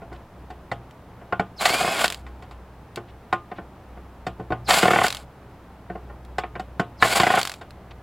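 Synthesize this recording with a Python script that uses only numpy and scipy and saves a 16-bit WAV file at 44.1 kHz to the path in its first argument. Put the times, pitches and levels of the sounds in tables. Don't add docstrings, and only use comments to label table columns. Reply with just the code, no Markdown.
import sys
import numpy as np
from scipy import signal
from scipy.fft import rfft, irfft, next_fast_len
from scipy.io import wavfile
from scipy.ndimage import map_coordinates

SR = 44100
rng = np.random.default_rng(int(sys.argv[2]) if len(sys.argv) > 2 else 0)


def wav_out(sig):
    wavfile.write(sys.argv[1], SR, np.round(np.clip(np.atleast_2d(sig).T, -1, 1) * 32767).astype(np.int16))


N = 353723
TIME = np.arange(N) / SR

# (trigger squeezed [s], time driven [s], speed it heads for [turns per s],
# easing off before the release [s], whine level at the squeeze [dB])
MOTOR_RUNS = [(1.564, .445, 430, .08, -21.5), (4.646, .39, 456, .02, -28), (6.975, .41, 424, .06, -26)]
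# (time under load [s], gear noise [dB], its fall once the screw is free [dB],
# brush hiss [dB], its fall [dB], squeal [dB])
LOADS = [(0.128, -25, 2.5, -29.5, 4.5, -33.5), (.14, -20, 6.5, -23.5, 17, -34.5),
         (.205, -25.5, 1.5, -29.5, 14, -40.5)]
TRIGGERS = [run + load for run, load in zip(MOTOR_RUNS, LOADS)]

COAST_S = 0.22
PRESSED_DIRECT = 2.7


def from_db(db):
    return 10 ** (np.asarray(db) / 20)


def rms_one(x):
    return x / np.sqrt(np.mean(x ** 2) + 1e-20)


def add(out, s, sound):
    at = max(round(s * SR), 0)
    out[at:at + len(sound)] += sound[:N - at]


def cut(x, hz, kind, order=2):
    safe_hz = np.clip(hz, 10, .45 * SR)
    return signal.sosfilt(signal.butter(order, safe_hz, kind, fs=SR, output="sos"), x)


def colour(x, spectrum):
    hz, db = np.transpose(spectrum)
    size = next_fast_len(len(x))
    bins = np.maximum(np.arange(size // 2 + 1) * SR / size, 1)
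    gain = from_db(np.interp(np.log(bins), np.log(hz), db))
    gain = gain * np.minimum(bins / hz[0], 1) ** 2
    return rms_one(irfft(rfft(x, size) * gain, size)[:len(x)])


def drift(rate):
    knots = rng.standard_normal(4096)
    return rms_one(map_coordinates(knots, [TIME * rate], order=2, mode="wrap"))


def resonance(x, hz, width_hz):
    r = np.exp(-np.pi * width_hz / SR)
    feedback = [1, -2 * r * np.cos(2 * np.pi * hz / SR), r * r]
    return signal.lfilter(np.array([1, 0, -1]) * (1 - r * r) / 2, feedback, x)


def fade(t, t60):
    return np.exp(-np.log(1000) * t / t60)


def drill(grain_db=2.0, spark_db=1.5, flutter_db=2.0):
    # (frequency [Hz], relative level [dB])
    gear_colour = [(60, -27), (180, 4), (1000, 4), (2200, 0.5), (3400, 3), (4700, -25.5), (5800, -12),
                   (16000, -51)]
    # (frequency [Hz], relative level [dB])
    brush_colour = [(1500, -6), (4700, 6.5), (5800, -6.5), (7500, 4.5), (8600, -2), (10500, -2),
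                    (13000, -9), (16000, -13.5)]
    # (frequency [Hz], width [Hz], gain [dB])
    housing = [(684, 60, 10), (790, 40, 10.5), (1090, 200, 2.5), (1447, 67, 7), (2170, 120, 4)]
    grind_hiss_db = -4.5
    speed, gear, hiss = motor()
    grind = grinding()
    turns = np.cumsum(speed) / SR
    repeating = rms_one(sum(np.sin(2 * np.pi * (k * turns + rng.random())) for k in range(4, 22)))
    loose = rms_one(rng.standard_normal(N) * from_db(grain_db * drift(500)))
    rattle = colour(loose + .22 * repeating, gear_colour)
    ringing = sum(from_db(db) * resonance(rattle, hz, width) for hz, width, db in housing)
    rattle = rms_one(rattle + ringing)
    pulse_db = spark_db * np.cos(2 * np.pi * turns)
    sparks = colour(rng.standard_normal(N) * from_db(pulse_db + grain_db * drift(980)), brush_colour)
    rattle_gain = np.hypot(gear, grind)
    spark_gain = np.hypot(hiss, from_db(grind_hiss_db) * grind)
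    noise = rattle_gain * rattle + spark_gain * sparks
    return noise * from_db(flutter_db * drift(90)) + whine(speed, turns)


def motor(spin_up_s=.076, gear_lag_s=.012, engage_s=0.036, unload_s=0.08, brake_t60_s=0.19):
    coast_gear_db, coast_hiss_db = -38, -40
    speed, gear, hiss = np.zeros((3, N))
    t = np.arange(SR) / SR
    engaged = 1 - np.exp(-(np.maximum(t - gear_lag_s, 0) / engage_s) ** 4)
    for s, driven, top_speed, easing, _, loaded, gear_db, gear_fall_db, hiss_db, hiss_fall_db, _ in TRIGGERS:
        slowing = np.clip((driven + COAST_S - t) / (easing + COAST_S), 0, 1)
        free = 1 - np.exp(-np.maximum(t - loaded, 0) / unload_s)
        power = fade(np.maximum(t - driven, 0), brake_t60_s)
        driven_gear = power * from_db(gear_db - gear_fall_db * free)
        driven_hiss = power * from_db(hiss_db - hiss_fall_db * free)
        add(speed, s, top_speed * (1 - np.exp(-t / spin_up_s)) * slowing)
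        add(gear, s, engaged * np.hypot(driven_gear, slowing * from_db(coast_gear_db)))
        add(hiss, s, engaged * np.hypot(driven_hiss, slowing * from_db(coast_hiss_db)))
    return speed, gear, hiss


def grinding(attack_s=0.0015):
    # (time [s], length of the hold [s], level [dB])
    grinds = [(2.007, 0.056, -22), (5.033, 0.049, -24), (7.156, 0.028, -19), (7.383, .022, -23)]
    out, t = np.zeros(N), np.arange(SR // 4) / SR
    for s, length, db in grinds:
        add(out, s, from_db(db) * (1 - np.exp(-t / attack_s)) * np.exp(-(t / length) ** 4))
    return out


def whine(speed, turns, waver_db=3.0, full_speed=380, fall_db_per_s=32):
    # (multiple of the motor speed, relative level [dB])
    whine_tones = [(6, -8.5), (9, -18), (12, -11.5), (14, -17)]
    angle = 2 * np.pi * (turns + .005 * drift(120))
    tones = 0
    for k, db in whine_tones:
        tones = tones + np.sqrt(2) * from_db(db + waver_db * drift(25)) * np.sin(k * angle)
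    starts, _, _, _, whine_db, *_ = np.transpose(TRIGGERS)
    run = np.searchsorted(starts, TIME) - 1
    level_db = whine_db[run] - fall_db_per_s * abs(TIME - starts[run])
    rise = np.minimum(speed / full_speed, 1) ** 4
    return from_db(level_db) * rise * cut(tones, 5100, "low", order=12)


def squeal(start_hz=5200, end_hz=4100, glide_s=.021, swell_s=.034, spread_s=.011):
    out, t = np.zeros(N), np.arange(SR // 12) / SR
    for s, *_, db in TRIGGERS:
        hz = end_hz + (start_hz - end_hz) * np.exp(-(t / glide_s) ** 4)
        hz = hz * (1 + .25 * rng.standard_normal(len(t)))
        swell = np.exp(-abs(t - swell_s) / spread_s)
        add(out, s, from_db(db) * np.sqrt(2) * swell * np.sin(2 * np.pi * np.cumsum(hz) / SR))
    return out


def knock(levels_db, contact, direct, clatter_db=2.0, clatter_t60=0.13, crack_t60=0.11, direct_s=0.014,
          hand_damping=1.23):
    # (centre frequency [Hz], mean relative level [dB], t60 before the hands damp it [s])
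    chassis = [(117.7, -17.5, 0.76), (184.4, -12.5, 0.22), (346, -13.5, 0.31), (435.7, -14.5, 0.21),
               (697, -7, 0.24), (738.8, 3, 0.12), (817, -7, 0.2), (1070, -3, 0.19), (1221, -11, 0.34),
               (1409, -5, 0.15), (1502, -4, 0.15), (1830, -5, 0.11), (2011, -2, 0.056), (2272, -5, 0.043),
               (3680, -12.5, 0.044)]
    # (frequency [Hz], relative level [dB])
    clatter_colour = [(90, -4.5), (800, 2.5), (2200, -1.5), (4200, -0.5), (6000, -27), (7400, -24),
                      (10000, -37), (16000, -45.5)]
    thump_hz, crack_hz = 554, 3637
    t = np.arange(SR // 4) / SR
    hz, db, t60 = np.transpose(chassis)[:, :, None]
    strength = from_db(db + 3.8 * rng.standard_normal(hz.shape))
    hz = hz * (1 + .012 * rng.standard_normal(hz.shape))
    swings = np.sin(2 * np.pi * (hz * t + rng.random(hz.shape)))
    modes = np.sum(strength * swings * fade(t, t60 / hand_damping), axis=0)
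    noise = colour(rng.standard_normal(len(t)), clatter_colour)
    clatter = cut(noise, crack_hz, "low") * fade(t, clatter_t60)
    clatter = clatter + cut(noise, crack_hz, "high") * fade(t, crack_t60)
    force = (1 - np.exp(-(t / contact) ** 2)) * (1 + direct * np.exp(-(t / direct_s) ** 2))
    blow = (modes + from_db(clatter_db) * clatter) * force
    thump = cut(blow, thump_hz, "low", order=4)
    body = cut(blow, [thump_hz, crack_hz], "band", order=3)
    crack = cut(blow, crack_hz, "high", order=4)
    return sum(from_db(db) * part / np.std(part[:SR // 50]) for db, part in zip(levels_db, (thump, body, crack)))


def knocks(contact_s=0.0015, contact_at_db=-24.5, shortening=0.61):
    # (time [s], thump [dB], body [dB], crack [dB])
    blows = [(0.014, -40.5, -48, -77), (0.114, -40, -49, -82), (0.5, -42, -41, -57),
             (0.714, -30, -29, -43.5), (1.208, -45.5, -49, -85), (1.323, -28, -22.5, -57),
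             (1.395, -22.5, -22.5, -44.5), (1.654, -40, -17, -20), (2.041, -30.5, -19.5, -24),
             (2.969, -31.5, -38, -50.5), (3.326, -28, -18.5, -41), (3.513, -36, -36, -69),
             (3.581, -35, -40, -73), (3.964, -46.5, -51, -82), (4.265, -29, -31.5, -42),
             (4.393, -31.5, -45, -67), (4.502, -25.5, -38.5, -58), (4.52, -25, -27.5, -54),
             (4.706, -40, -17, -20), (5.897, -32, -39, -75), (5.95, -34.5, -43, -72),
             (6.093, -46, -48, -79), (6.382, -30, -24.5, -37.5), (6.434, -39, -30.5, -71),
             (6.552, -36.5, -36, -60), (6.594, -32, -34.5, -46.5), (6.795, -21, -23.5, -40),
             (7.024, -26, -10.5, -27), (7.046, -28, -23, -50), (7.61, -46, -41, -53)]
    out = np.zeros(N)
    for s, thump_db, body_db, crack_db in blows:
        pressed = any(start < s < start + driven + COAST_S for start, driven, *_ in TRIGGERS)
        contact = contact_s * from_db(shortening * (contact_at_db - body_db))
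        add(out, s, knock((thump_db, body_db, crack_db), contact, PRESSED_DIRECT if pressed else 1))
    return out


def skips(thump_loss_db=1.5, crack_loss_db=5, lowest_hz=99):
    # (first drop [s], first period [s], lengthening per turn [s], number of drops)
    drop_runs = [(1.699, .032, 0, 2), (1.809, .033, 0, 3), (4.828, .0252, .00039, 9),
                 (7.198, .0328, .0009, 6)]
    # (first thump [dB], body [dB], first crack [dB], first contact time [s], its growth per drop [s])
    forces = [(-31, -46, -52, 0.0038, .001), (-27.5, -26.5, -53, 0.0027, .0002),
              (-17, -19, -32, 0.0016, .00005), (-21, -18, -24, 0.0019, 0.00064)]
    out = np.zeros(N)
    for (s, period, lengthening, count), force in zip(drop_runs, forces):
        thump_db, body_db, crack_db, contact, softening = force
        for k in range(count):
            levels_db = thump_db - thump_loss_db * k, body_db, crack_db - crack_loss_db * k
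            add(out, s, knock(levels_db, contact + softening * k, PRESSED_DIRECT))
            s += period + lengthening * k
    return cut(out, lowest_hz, "high")


def ticks(ring_db=-4.5, ring_t60=0.045):
    # (time [s], level [dB])
    lone_ticks = [(0.91, -50), (2.959, -33.5), (6.25, -52), (7.707, -44)]
    # (frequency [Hz], relative level [dB])
    tick_colour = [(400, -2), (1400, 2.5), (4300, 5), (6000, -6), (7600, -4), (16000, -18.5)]
    out, t = np.zeros(N), np.arange(SR // 16) / SR
    envelope = np.exp(-(t / .0019) ** 2) + from_db(ring_db) * fade(t, ring_t60)
    for s, db in [*lone_ticks, *lock_ticks()]:
        tick = colour(rng.standard_normal(len(t)), tick_colour) * envelope
        add(out, s, from_db(db) * tick / np.std(tick[:SR // 250]))
    return out


def lock_ticks(rebound_s=.016, period_s=.0218, fade_db_per_s2=850):
    # (time of the catch [s], its level [dB], number of ticks)
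    run_downs = [(2.042, -22, 6), (5.0662, -23, 6), (7.4141, -22.5, 7)]
    for s, db, count in run_downs:
        for after in [0, *(rebound_s + period_s * np.arange(round(count) - 1))]:
            yield s + after, db - fade_db_per_s2 * after ** 2


def scuffs(grain_db=-1.5, low_hz=860, high_hz=3520):
    # (time [s], half the slide [s], peak level [dB])
    slides = [(0.147, 0.013, -51.5), (3.07, 0.023, -54.5), (3.544, 0.031, -55), (7.904, 0.011, -47)]
    out, t = np.zeros(N), np.arange(SR // 4) / SR
    for s, length, db in slides:
        add(out, s, from_db(db) * np.sin(np.pi * np.minimum(t / (2 * length), 1)))
    friction = rng.standard_normal(N) * from_db(grain_db * drift(160))
    return out * rms_one(cut(cut(friction, low_hz, "high"), high_hz, "low", order=4))


def handling(count=6, level_db=-46.5):
    out = np.zeros(N)
    for when in rng.random(count):
        add(out, when * N / SR, knock(level_db - np.array([6, 0, 10]), contact=0.0013, direct=0))
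    return out


def outdoors(wash_db=-46.5, waver_db=0.43, hum_hz=61.3, hum_width_hz=5.9, hum_db=-48, second_db=-55.5, third_db=-59.5):
    # (frequency [Hz], relative level [dB])
    wash_colour = [(28, 2.5), (48, -9), (80, 6.5), (140, 0), (220, -1.5), (500, -5.5), (850, -5.5),
                   (1900, -18.5), (4000, -31), (8000, -43)]
    beat_depth, beat_period_s, beat_dip_s = 0.5, 2.07, 1.34
    wash = colour(rng.standard_normal(N), wash_colour) * from_db(wash_db + waver_db * drift(10))
    beat = abs(1 - beat_depth * np.exp(2j * np.pi * (TIME - beat_dip_s) / beat_period_s))
    hum = 0
    for k, gain in enumerate([from_db(hum_db) * beat, from_db(second_db), from_db(third_db)], 1):
        throb = 1 + (drift(2 * hum_width_hz) + 1j * drift(2 * hum_width_hz)) / 2
        hum = hum + gain * rms_one(np.real(throb * np.exp(2j * np.pi * k * hum_hz * TIME)))
    return wash + hum


def scene():
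    metal = ticks()
    mid = drill() + squeal() + knocks() + skips() + scuffs() + metal + handling() + outdoors()
    late = np.pad(metal, (SR // 700, 0))[:N]
    side = from_db(-8) * cut(late, 5000, "high", order=6)
    return np.array([mid + side, mid - side])


def record(dry, top=1.35, hiss_db=-64.0, cutoff_hz=16000):
    # (frequency [Hz], relative level [dB])
    mic_colour = [(40, -3.5), (1200, -0.5), (3000, -5.5), (6000, -12), (15000, -13.5)]
    hiss = np.array([colour(white, mic_colour) for white in rng.standard_normal(dry.shape)])
    x = dry + from_db(hiss_db) * hiss
    rounded = top * np.tanh(x / top)
    return signal.sosfilt(signal.ellip(10, .1, 80, cutoff_hz, fs=SR, output="sos"), rounded)


dry = scene()
out = record(dry)
wav_out(out)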